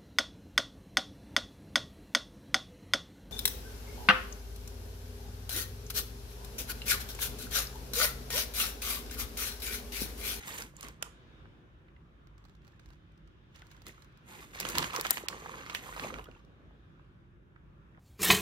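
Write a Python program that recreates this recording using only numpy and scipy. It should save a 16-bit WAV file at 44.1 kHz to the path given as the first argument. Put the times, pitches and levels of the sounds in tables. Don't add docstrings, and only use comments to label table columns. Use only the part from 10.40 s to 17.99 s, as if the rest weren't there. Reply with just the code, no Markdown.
import sys
import numpy as np
from scipy import signal
from scipy.fft import rfft, irfft, next_fast_len
from scipy.io import wavfile
from scipy.ndimage import uniform_filter1d

SR = 44100
rng = np.random.default_rng(int(sys.argv[2]) if len(sys.argv) > 2 else 0)


def magnitude_from_level(level_db):
    exponent = np.asarray(level_db, float) / 20
    return 10 ** exponent


def pcm_store(signal):
    levels = np.round(np.clip(np.atleast_2d(signal), -1, 1) * 32767)
    wavfile.write(sys.argv[1], SR, levels.astype(np.int16).T)


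N = 334939
BURST, LEAD = 1500, 220
LEFT_LAG = 10
USUAL_PAN_DB = -4
LEFT_RIGHT = np.array([[.5], [-.5]])

# (time [s], snap level [dB], crease
# pitch [Hz], panel thud re snap [dB], top edge re snap [dB])
BUCKLE_SNAPS = [(4.1577, -50, 2415, 12, -29), (4.202, -23, 4795, -12, 8.5), (4.2093, -30, 3340, -6, 7),
                (4.252, -26.5, 3050, -0.5, -7), (4.2885, -25.5, 6520, -21, -15),
                (4.2988, -35.5, 4930, -18, 12), (4.3533, -24.5, 2545, -6.5, -20),
                (4.3838, -13.5, 4566, -20, 4), (4.4255, -27, 3580, 2.5, -10),
                (4.4434, -25.5, 2755, -11, -30.5), (4.508, -44, 2985, -10, -30.5),
                (4.5346, -33.5, 3420, 3.5, 0.5), (4.5485, -40, 6000, -10.5, 3.5),
                (4.7108, -27.5, 5940, -10, 1.5), (4.552, -31.5, 2924, 6, -24), (4.5628, -22, 4190, -17, 2),
                (4.5983, -29.5, 4010, 1, -2.5), (4.6119, -23.5, 4560, -9, 9), (4.651, -32.5, 3240, 6.5, -20),
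                (4.6601, -30, 2350, 4.5, -12.5), (4.668, -23, 3410, -10, -5), (4.708, -14, 5320, -5.5, 14),
                (4.7155, -33.5, 7250, 5.5, -0.5), (4.7725, -30.5, 2420, 1, -25),
                (4.7806, -31, 2980, -0.5, -1.5), (4.8854, -19, 4420, -15.5, -1.5),
                (0.08, -40, 3800, 0, 12), (0.183, -32, 6530, -29, -14), (0.2223, -30, 5400, -9, -4),
               (0.3671, -51, 8060, -22, -4), (0.41, -34.5, 7500, -15, -10), (0.4293, -35.5, 5900, -5, -36),
               (0.485, -38.5, 5670, -5, 2), (0.6269, -26.5, 2600, -11, -14.5),
               (0.6258, -23.5, 6800, -8, -25), (3.2202, -43, 1660, -10, -16), (3.4678, -38, 2590, -16, -6),
               (3.4673, -38.5, 6100, -17, -2), (3.4819, -48, 2660, -11, 13.5),
               (5.2642, -39, 2370, 1.5, -26.5), (5.298, -30, 2470, -7, -12.5), (5.349, -22, 2300, -8, -0.5),
               (5.3603, -36.5, 2980, -8, -19), (5.5967, -28.5, 2300, -2.5, -27),
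               (5.7415, -35, 2380, 1, -26), (5.7865, -48, 2720, 13, -31), (5.8423, -49.5, 3290, -26, 9)]
# (time [s], level [dB])
RELAX_TICKS = [(1.8715, -57.5), (1.9806, -58), (2.041, -60), (2.0522, -55), (2.062, -71), (2.085, -64),
               (2.167, -70), (2.527, -63), (2.545, -69), (2.255, -69), (2.288, -70), (2.096, -59),
               (2.138, -74), (2.1517, -60.5), (2.219, -67), (2.248, -58), (2.269, -61), (2.2784, -53),
               (2.321, -65), (2.396, -53.5), (2.459, -55), (2.4653, -67), (2.489, -59), (2.504, -53.5),
               (2.533, -59), (2.72, -69), (2.7768, -65), (2.875, -62), (5.856, -56), (5.914, -56),
               (6.05, -58)]
RELAX_HZ, RELAX_THUD_DB, RELAX_TOP_DB = 3990, 0, -2
# (time [s], level [dB])
NUDGE_TICKS = [
    (3.16, -49),
    (3.1944, -55),
    (3.268, -53),
    (3.315, -49),
    (3.366, -57),
    (3.4193, -51),
    (3.622, -51),
    (3.646, -57),
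    (3.724, -69),
    (3.7737, -56),
]
NUDGE_HZ, NUDGE_THUD_DB, NUDGE_TOP_DB = 4000, -5.5, 1.5
# (time [s], slip [ms])
SLIP_TIMES = [(0.08, 4.3), (0.1844, 4), (0.2204, 1.2), (0.4296, 5.6), (0.484, 2.5), (0.6261, 2.9),
              (3.2192, 2.7), (3.4674, 2), (4.202, 2.2), (4.2093, 4.3), (4.252, 5.5), (4.2885, 3),
              (4.2988, 7.5), (4.3533, 4.8), (4.3838, 1.2), (4.4255, 7.7), (4.4434, 3.7), (4.5346, 2.1),
              (4.552, 2.3), (4.5628, 1.3), (4.6119, 1), (4.651, 6.3), (4.668, 1.3), (4.708, 0.41),
              (4.8854, 2.15), (5.297, 7), (5.349, 3.9), (5.3604, 5), (5.5968, 3.2), (5.7405, 2.3)]
USUAL_SLIP_MS, SLOW_SLIP_MS = 1.6, 5
LINGER_DB, LINGER_MS = -15, 5
# (time [s], left minus right [dB])
CREASE_FACING = [
    (4.2885, 6),
    (4.6119, -3),
    (4.668, 6.5),
    (4.706, -0.5),
    (4.7143, 2.5),
]
CREASE_RING_DB, CREASE_WIDTH = -3.5, 1.12
PANEL_HZ = 1150
TOP_LEFT_DB = 9.5
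# (low [Hz], high [Hz], level [dB])
TOP_BANDS = [(10400, 13000, 0), (12800, 15800, -6.5), (6800, 7900, -1), (7900, 10400, -2.5)]

# (time [s], level [dB], pitch [Hz])
CRACKLE_TICKS = [(0.126, -42, 5200), (0.3875, -65, 2620), (0.445, -58, 2470), (0.462, -68, 3000),
                 (0.495, -71, 2500), (2.394, -52, 1700), (3.155, -50.5, 3470), (3.493, -42, 2120),
                 (4.1442, -45, 1830), (4.176, -41, 1860), (4.229, -33.5, 2880), (4.267, -39, 2500),
                 (4.309, -53, 1800), (4.392, -27, 3804), (4.438, -33, 2000), (4.653, -41, 4250),
                 (5.0126, -47, 1770), (5.353, -30.5, 3130), (5.543, -43, 2480), (5.589, -41, 1800),
                 (5.621, -45, 1310), (5.6372, -31, 2630), (5.7852, -42, 1290), (5.794, -40, 2880),
                 (5.812, -49, 2760), (5.843, -51.5, 3200), (5.857, -54, 3170), (5.886, -56, 1375),
                 (5.948, -54, 1400), (5.95, -56, 2750), (5.967, -59, 3180), (5.914, -52, 2980),
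                 (5.598, -43, 1230), (5.703, -39, 1200), (4.506, -34.5, 2870), (4.534, -44, 2660),
                 (4.547, -34, 2800), (4.598, -33, 1010), (5.35, -37, 1565), (5.209, -44, 2840),
                 (2.059, -61, 1800), (2.269, -60, 1500), (2.51, -58, 1600), (3.315, -55, 1790),
                 (3.346, -51, 1700), (3.376, -53, 1700), (0.367, -39.5, 7800)]
CRACKLE_MS = 2.5
# (time [s], level [dB], pitch [Hz])
PANEL_PIPS = [(1.485, -69, 2010), (1.5648, -63, 2030), (2.335, -65, 1770), (3.226, -57, 1510),
              (4.506, -50, 4170), (4.6495, -37, 1320), (4.7726, -43.5, 1700), (5.4918, -46, 1050),
              (5.7025, -45, 1220), (5.741, -50, 2300), (5.726, -44, 530), (5.787, -45.5, 442),
              (5.843, -67, 2900), (5.843, -68, 5600), (5.858, -61, 3300), (5.86, -55, 1240),
              (5.87, -57, 1410), (5.886, -53.5, 1450), (5.951, -61, 2720), (5.951, -61, 1397),
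              (5.962, -59.5, 904), (5.966, -73, 3250)]
PIP_CYCLES, PIP_LEAST_S = 34, 0.02
# (time [s], level [dB], pitch [Hz])
DULL_KNOCKS = [(4.1361, -39, 1450), (4.2278, -31, 1560), (4.4005, -21.5, 830), (4.4565, -26, 1120),
               (4.589, -25.5, 455), (4.818, -36, 1150), (4.8378, -27, 440), (4.9283, -30, 1460),
               (4.9457, -30.5, 990), (5.0612, -26, 1170), (5.095, -28, 1100), (5.142, -28.5, 1330),
               (5.2023, -44, 990), (5.208, -40, 1080), (5.3224, -30, 1150), (5.4658, -33, 1060),
               (5.4918, -31, 1000), (5.5273, -30, 1120), (5.5646, -28, 960), (5.5762, -30, 950),
               (5.6472, -22.5, 714), (5.67, -25, 900), (5.703, -34, 1220), (5.716, -39, 1150),
               (5.7252, -35, 534), (5.7616, -32, 1070), (5.7951, -27, 915), (5.8871, -34.5, 437),
               (0.149, -60, 850), (0.3385, -47, 635), (0.4385, -32.5, 950), (0.4469, -62, 714),
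                (0.628, -37, 630), (1.056, -42.5, 1280), (1.485, -53, 1970), (1.5642, -51, 2030),
                (3.581, -43, 1190), (5.858, -47, 1290), (5.87, -39, 1330), (5.914, -54, 2600),
                (5.951, -58.5, 2670), (5.964, -64, 3170), (6.3095, -47.5, 922), (6.5964, -46.5, 1160),
                (7.1619, -44, 1534), (7.5819, -48, 630), (7.576, -44.5, 1300), (7.549, -48, 1350)]
DENT_MS_PER_KHZ = 2.54

# (start [s], hold [s], effort [dB], weight on the bag body [dB], tautness of the film [dB])
HAND_STROKES = [(0.0, .06, -52.5, -6, -9.5), (0.068, 0.056, -47, -3.5, -2.5),
                (0.139, 0.07, -47, -4.5, -2.5), (0.362, .05, -64, -0.5, -10.5),
                (0.431, 0.024, -53, -1.5, -8.5), (0.46, .035, -61, 0, -10),
                (0.622, 0.041, -69.5, 11.5, -29), (1.985, 0.14, -81, 4, -15),
                (2.232, 0.14, -79, 3.5, -14.5), (2.398, .15, -77, 2, -15.5),
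                (3.151, 0.041, -64.5, -4.5, -16.5), (3.311, 0.015, -63.5, -9, -15.5),
                (3.472, 0.014, -54.5, -8, -10), (3.5, .06, -67.5, -3.5, -12), (3.56, 0.068, -70, -3, -9.5),
                (3.2, .2, -72.5, 2, -13), (3.885, 0.15, -56.5, -1.5, -5.5), (4.06, .07, -66, -10, -4),
                (4.146, 0.043, -53, -3, -8.5), (4.199, 0.023, -43.5, -6, -11.5),
                (4.251, 0.014, -42.5, -0.5, -8.5), (4.282, 0.042, -44.5, 1, -5),
                (4.355, 0.018, -39.5, -0.5, -9.5), (4.375, 0.022, -39.5, 2, -14.5),
                (4.394, 0.072, -43.5, 0.5, -7.5), (4.479, 0.028, -49.5, 2.5, -10.5),
                (4.539, 0.035, -43.5, 4.5, -9.5), (4.598, 0.01, -46.5, 1.5, -7.5),
                (4.645, 0.025, -42, -8, -9.5), (4.699, 0.074, -45, -8.5, -5.5),
                (4.779, 0.2, -56.5, 1.5, -12), (4.902, 0.28, -54, 4.5, -10.5), (5.065, 0.16, -53, 4, -13.5),
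                (5.259, 0.069, -54, 0.5, -13.5), (5.348, 0.026, -47.5, -5, -8),
                (5.427, 0.22, -53.5, 0.5, -5.5), (5.565, 0.064, -49, 0, -7.5), (5.63, 0.051, -46, 3.5, -11),
                (5.712, 0.058, -55.5, 2, -13), (5.78, 0.026, -60, 7, -7.5), (5.845, 0.13, -75, 4, -13.5)]
RISE_DB_PER_S, FALL_DB_PER_S = 597.5, 258.5
# (frequency [Hz], density [dB per Hz])
FILM_COLOUR = [(150, -31.5), (250, -5), (525, 3.5), (635, -9.5), (961, 3), (1180, 11.5), (1850, -9),
               (2130, -15.5), (5790, -32.5), (6420, -16.5), (7250, -27.5), (10000, -30.5), (11800, -26),
               (15500, -38)]
FOLDS_DB = 3.5
GRAIN_DB, SLACK_GRAIN = 0.5, .35
# (part, level re part [dB], low [Hz], high [Hz], creases per second [1/s],
# rattle [s], share of graininess [ratio], port likeness [ratio])
RUSTLE_LAYERS = [("body", -4.5, 300, 900, 400, .003, .9, .9),
                 ("body", 0, 900, 2000, 900, .0015, .7, .8),
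                 ("rustle", -0.5, 2000, 3800, 1200, .0015, .65, .6),
                 ("rustle", -6.5, 3800, 7000, 2000, .001, .55, .6),
                 ("sheen", 0, 7000, 16500, 3000, .0008, .6, .6)]
SLIDE_EDGE_HZ = 15750

# (start [s], hold [s], level [dB])
TABLE_BUMPS = [(0.056, 0.2, -55), (0.44, 0.047, -53), (0.532, 0.38, -63), (.85, 0.41, -62),
               (3.467, 0.023, -55), (3.896, 0.18, -59.5), (4.101, 0.078, -60), (4.224, 0.076, -48),
               (4.347, 0.092, -41.5), (4.492, 0.32, -55), (4.916, 0.023, -50.5), (5.027, 0.62, -56.5),
               (5.605, 0.17, -48.5), (5.886, 0.016, -52.5), (6.048, 0.32, -61.5)]
# (start [s], hold [s], level [dB])
DRONE_SWELLS = [
    (.2, .1, -51),
    (.43, .06, -53.5),
    (.66, .06, -60),
    (1.05, .05, -58),
    (1.85, .08, -53.5),
    (2.45, .06, -61),
    (4.08, .08, -55),
    (4.22, .2, -53.5),
    (5.5, .1, -52),
    (5.72, .1, -52),
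]
SWELL_HZ = 50.2

# (frequency [Hz], time to fall 60 dB [s])
KITCHEN_ECHO = [(200, .4), (1000, .4), (4000, .33), (10000, .28), (16000, .2)]
# (frequency [Hz], density [dB per Hz])
RUMBLE_COLOUR = [(24, -29), (40, 0.5), (92, 1), (114, -6.5), (135, 2.5), (184, -5.5), (259, -12.5),
                 (342, -7), (469, -22), (503, -29.5), (650, -45.5), (840, -70.5), (1430, -120)]
RUMBLE_DB = -58.4
FRIDGE_HZ, FRIDGE_DB = 50.6, -64
# (frequency [Hz], density [dB per Hz])
HISS_COLOUR = [(350, -19), (520, -3.5), (700, -10.5), (900, -9), (1050, -6), (1700, -7), (1900, -13),
               (2400, -14.5), (3700, -18), (4100, -26.5), (6600, -33), (7900, -39.5), (15500, -43.5)]
# (time [s], level [dB], treble lift [dB])
HISS_DRIFT = [(0, -72, -12.5), (.75, -68.5, 8.5), (1.001, -66.5, 6), (1.251, -69.5, 1.5), (1.6, -69.5, -1),
              (2.3, -71, 3), (3, -71.5, 5), (3.8, -67, 4.5), (6, -68.5, 2), (6.3, -70, 2),
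              (6.6, -69.5, 1.5), (7, -73, -2), (7.59, -68, -3.5)]
# (frequency [Hz], likeness [ratio])
PORT_LIKENESS = [(60, 0.79), (240, 0.94), (950, -0.24), (3770, -0.094), (15000, 0.4)]

EDGE_HZ = 16200
HUSH_DB, HUSH_HZ = 21, 4000
HUSH_START = 5


def evened(x):
    return x / np.sqrt(np.mean(x ** 2) + 1e-20)


def read(points, hz):
    f, value = np.transpose(points)
    return np.interp(np.log(hz + 1), np.log(f + 1), value)


def band(x, lo_hz, hi_hz, order=2):
    return signal.sosfilt(signal.butter(order, [lo_hz, hi_hz], "bandpass", fs=SR, output="sos"), x)


def colour(x, points):
    size = next_fast_len(N)
    gain = magnitude_from_level(read(points, np.fft.rfftfreq(size, 1 / SR)))
    return irfft(rfft(x, size) * gain, size)[..., :N]


def ports(near, other, likeness):
    likeness = np.clip(likeness, 0, 1)
    left = likeness * near + np.sqrt(1 - likeness ** 2) * other
    return np.array([np.roll(left, LEFT_LAG), near])


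def setting_at(table, s, reach_s, usual):
    return next((value for at_s, value in table if abs(at_s - s) < reach_s), usual)


def add(mix, s, db, sound):
    at = round((s - .0009) * SR) - LEAD
    peak = np.sqrt(uniform_filter1d((sound ** 2).mean(0), 60).max())
    pan_db = setting_at(CREASE_FACING, s, .003, USUAL_PAN_DB) * LEFT_RIGHT
    mix[:, at:at + BURST] += magnitude_from_level(db + pan_db) * sound / peak


def held(start, hold, db):
    t = np.arange(0, N, 160)[:, None] / SR
    rise = RISE_DB_PER_S * np.maximum(start - t, 0)
    fall = FALL_DB_PER_S * np.maximum(t - start - hold, 0)
    return np.interp(np.arange(N) / SR, t[:, 0], (db - rise - fall).max(axis=1))


def buckle(draw, slip_ms):
    t = (np.arange(BURST) - LEAD) / SR
    *paths, slips = draw.reshape(-1, BURST)
    after = np.maximum(t, 0)
    fall = magnitude_from_level(-13 * after / (max(slip_ms, .5) / 1000)) * (1 - np.exp(-after / .0002)) ** 2
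    patter = magnitude_from_level(LINGER_DB - 13 * after / (LINGER_MS / 1000)) * (t > 0)
    creep = magnitude_from_level(-37 + 2500 * np.minimum(t, 0)) * (t < .001)
    uneven = magnitude_from_level(3.5 * evened(uniform_filter1d(slips, 30)) * (abs(t - .0007) > .0007))
    step = 2.6 * (np.arange(BURST) == LEAD + 12) / np.sqrt(max(slip_ms, 1))
    return paths * (fall + patter + creep) * uneven + step


def snaps():
    out = np.zeros((2, N + 2000))
    rows = BUCKLE_SNAPS
    rows = rows + [(s, db, RELAX_HZ, RELAX_THUD_DB, RELAX_TOP_DB) for s, db in RELAX_TICKS]
    rows = rows + [(s, db, NUDGE_HZ, NUDGE_THUD_DB, NUDGE_TOP_DB) for s, db in NUDGE_TICKS]
    chance = rng.standard_normal((len(rows), 4 * BURST + 1))
    for (s, snap_db, crease_hz, thud_db, top_db), draw in zip(rows, chance):
        usual_ms = SLOW_SLIP_MS if 1.8 < s < 3.8 else USUAL_SLIP_MS
        near, other, low = buckle(draw[:-1], setting_at(SLIP_TIMES, s, .004, usual_ms))
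        burst = ports(near, other, 0.02)
        crack = band(burst, crease_hz / 2.5, crease_hz * 1.64)
        ring = band(burst, crease_hz / CREASE_WIDTH, crease_hz * CREASE_WIDTH, order=1)
        add(out, s, snap_db - 5.0, crack + magnitude_from_level(CREASE_RING_DB) * ring)
        top = sum(magnitude_from_level(db) * band(burst, lo, hi) for lo, hi, db in TOP_BANDS)
        add(out, s, snap_db + top_db - 12.5, top * magnitude_from_level(TOP_LEFT_DB * LEFT_RIGHT))
        panel_hz = PANEL_HZ * np.exp(0.15 * np.clip(draw[-1], -2, 2))
        thud = band(ports(low, other, 0.89), panel_hz / 1.5, panel_hz * 1.5, order=1)
        add(out, s, snap_db + thud_db - 4.5, band(thud, 210, 3200))
    return out[:, :N]


def crackles():
    out = np.zeros((2, N + 2000))
    chance = rng.standard_normal((len(CRACKLE_TICKS), 3 * BURST))
    for (s, db, hz), draw in zip(CRACKLE_TICKS, chance):
        tick = ports(*buckle(draw, CRACKLE_MS), 0.087)
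        add(out, s, db - 5.5, band(band(tick, hz / 1.2, hz), hz / 2.2, hz * 2.2, order=1))
    return out[:, :N]


def pips():
    out = np.zeros((2, N + 2000))
    t = np.maximum(np.arange(BURST) - LEAD, 0) / SR
    for (s, db, hz), draw in zip(PANEL_PIPS, rng.standard_normal((len(PANEL_PIPS), 2))):
        fall = magnitude_from_level(-60 * t / (PIP_LEAST_S + PIP_CYCLES / hz)) * (1 - np.exp(-t / .0007))
        detuned_hz = hz * (1 + 0.07 * draw[:, None])
        add(out, s, db, fall * (np.sin(2 * np.pi * hz * t) + .4 * np.sin(2 * np.pi * detuned_hz * t)))
    return out[:, :N]


def pocks():
    out = np.zeros((2, N + 2000))
    rows = DULL_KNOCKS
    for (s, db, hz), draw in zip(rows, rng.standard_normal((len(rows), 3 * BURST))):
        knock = ports(*buckle(draw, DENT_MS_PER_KHZ * hz / 1000), 0.75)
        add(out, s - .001, db - 10.5, band(band(knock, hz / 1.5, hz * 1.3), hz / 1.6, hz * 2.0, order=1))
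    return out[:, :N]


def folds(x):
    z = signal.stft(x, nperseg=1024)[2]
    patches = uniform_filter1d(rng.standard_normal(z.shape[1:]), size=3, axis=0)
    patches = evened(uniform_filter1d(patches, size=9, axis=1))
    return evened(signal.istft(z * magnitude_from_level(FOLDS_DB * patches), nperseg=1024)[1][:, :N])


def rustle():
    out = np.zeros((2, N))
    film = folds(colour(rng.standard_normal((2, N)), FILM_COLOUR))
    start, hold, effort_db, weight_db, taut_db = np.transpose(HAND_STROKES)
    part_db = {"rustle": held(start, hold, effort_db),
               "body": held(start, hold, effort_db + weight_db),
               "sheen": held(start, hold, effort_db + taut_db)}
    grain_db = GRAIN_DB + SLACK_GRAIN * (part_db["rustle"] - part_db["sheen"])
    for part, db, lo, hi, per_s, rattle_s, share, alike in RUSTLE_LAYERS:
        size = np.minimum(rng.exponential(1, N), 2.5)
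        sparks = (rng.random(N) < per_s / SR) * magnitude_from_level(np.clip(share * grain_db, 0, 4) * size)
        shake = signal.lfilter([1], [1, -np.exp(-1 / (rattle_s * SR))], sparks) + 0.61
        shake = shake / np.sqrt(uniform_filter1d(shake ** 2, 3000))
        layer = evened(band(ports(*(film * shake), alike), lo, hi, order=3))
        out += magnitude_from_level(part_db[part] + db + 1.5) * layer
    return out * magnitude_from_level(-2.6 * LEFT_RIGHT)


def bumps():
    near, other = band(rng.standard_normal((2, N)), 48.1, 360)
    return evened(ports(near, other, 0.82)) * magnitude_from_level(held(*np.transpose(TABLE_BUMPS)))


def drone_swells():
    swing = np.sin(2 * np.pi * SWELL_HZ * np.arange(N) / SR)
    return swing * uniform_filter1d(magnitude_from_level(held(*np.transpose(DRONE_SWELLS))), size=1500)


def kitchen(x):
    taps = np.zeros((2, SR // 2))
    at = np.arange(120, SR // 2 - 20, 20) + rng.integers(0, 20, (2, (SR // 2 - 121) // 20))
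    np.put_along_axis(taps, at, rng.choice([-1., 1.], at.shape), 1)
    hz, t, z = signal.stft(taps, SR, nperseg=128)
    fall = magnitude_from_level(-60 * t / read(KITCHEN_ECHO, hz)[:, None])
    tail = signal.istft(z * fall, SR, nperseg=128)[1]
    return signal.fftconvolve(x, tail / np.linalg.norm(tail[0]), axes=1)[:, :N]


def background(points, patchy_db):
    frames, hz = N // 512 + 5, np.fft.rfftfreq(2048, 1 / SR)
    a, b, c, d, patches = rng.standard_normal((frames, 1025, 5)).T
    patches = evened(uniform_filter1d(uniform_filter1d(patches, 12, 0), 8, 1))
    same = np.clip(read(PORT_LIKENESS, hz), -1, 1)[:, None]
    left = a + 1j * b
    z = np.array([left, same * left + np.sqrt(1 - same ** 2) * (c + 1j * d)])
    z *= magnitude_from_level(read(points, hz)[:, None] + patchy_db * patches)
    return evened(signal.istft(z, nperseg=2048, noverlap=1536)[1][:, :N])


def hum():
    s, air_db, bright_db = np.transpose(HISS_DRIFT)
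    t = np.arange(N) / SR
    drone = band(rng.standard_normal((2, N)), FRIDGE_HZ - 5, FRIDGE_HZ + 5)
    drone = magnitude_from_level(FRIDGE_DB) * evened(ports(*drone, 0.9))
    rumble = magnitude_from_level(RUMBLE_DB) * background(RUMBLE_COLOUR, 0.95) * magnitude_from_level(-1.2 * LEFT_RIGHT)
    hiss = background(HISS_COLOUR, 1.4)
    hiss = hiss + (magnitude_from_level(np.interp(t, s, bright_db)) - 1) * band(hiss, 2600, 6200, order=1)
    return drone + rumble + magnitude_from_level(np.interp(t, s, air_db) + 1.5) * hiss


def scene():
    bag = snaps() + pocks() + crackles() + pips()
    slide = rustle()
    spread = slide + magnitude_from_level(-13.5) * kitchen(bag + .8 * slide)
    spread = signal.oaconvolve(spread, signal.firwin(401, SLIDE_EDGE_HZ, fs=SR)[None], "same")
    return bag + spread + bumps() + hum() + drone_swells()


def hush_treble(x):
    hz, t, z = signal.stft(x, SR, nperseg=256)
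    power = uniform_filter1d((abs(z) ** 2).mean(0), size=6, axis=0)
    starts = np.r_[0, np.arange(HUSH_START, len(t), 8)]
    lengths = np.diff(np.r_[starts, len(t)])
    peak = np.repeat(np.maximum.reduceat(power, starts, axis=1), lengths, axis=1)
    keep = (power > peak * magnitude_from_level(-HUSH_DB) ** 2) | (hz[:, None] < HUSH_HZ)
    return signal.istft(z * keep, SR, nperseg=256)[1][:, :N]


def roll_off(x):
    return signal.sosfilt(signal.butter(12, 16680, fs=SR, output="sos"), x)


def record(dry):
    cut = signal.sosfilt(signal.butter(8, 41, "highpass", fs=SR, output="sos"), dry)
    top_edge = signal.firwin(255, EDGE_HZ, window=("kaiser", 8), fs=SR)[None]
    cut = signal.oaconvolve(np.clip(cut, -.99, .99), top_edge, "same")
    mix = hush_treble(cut)
    return roll_off(mix)


dry = scene()
out = record(dry)
pcm_store(out)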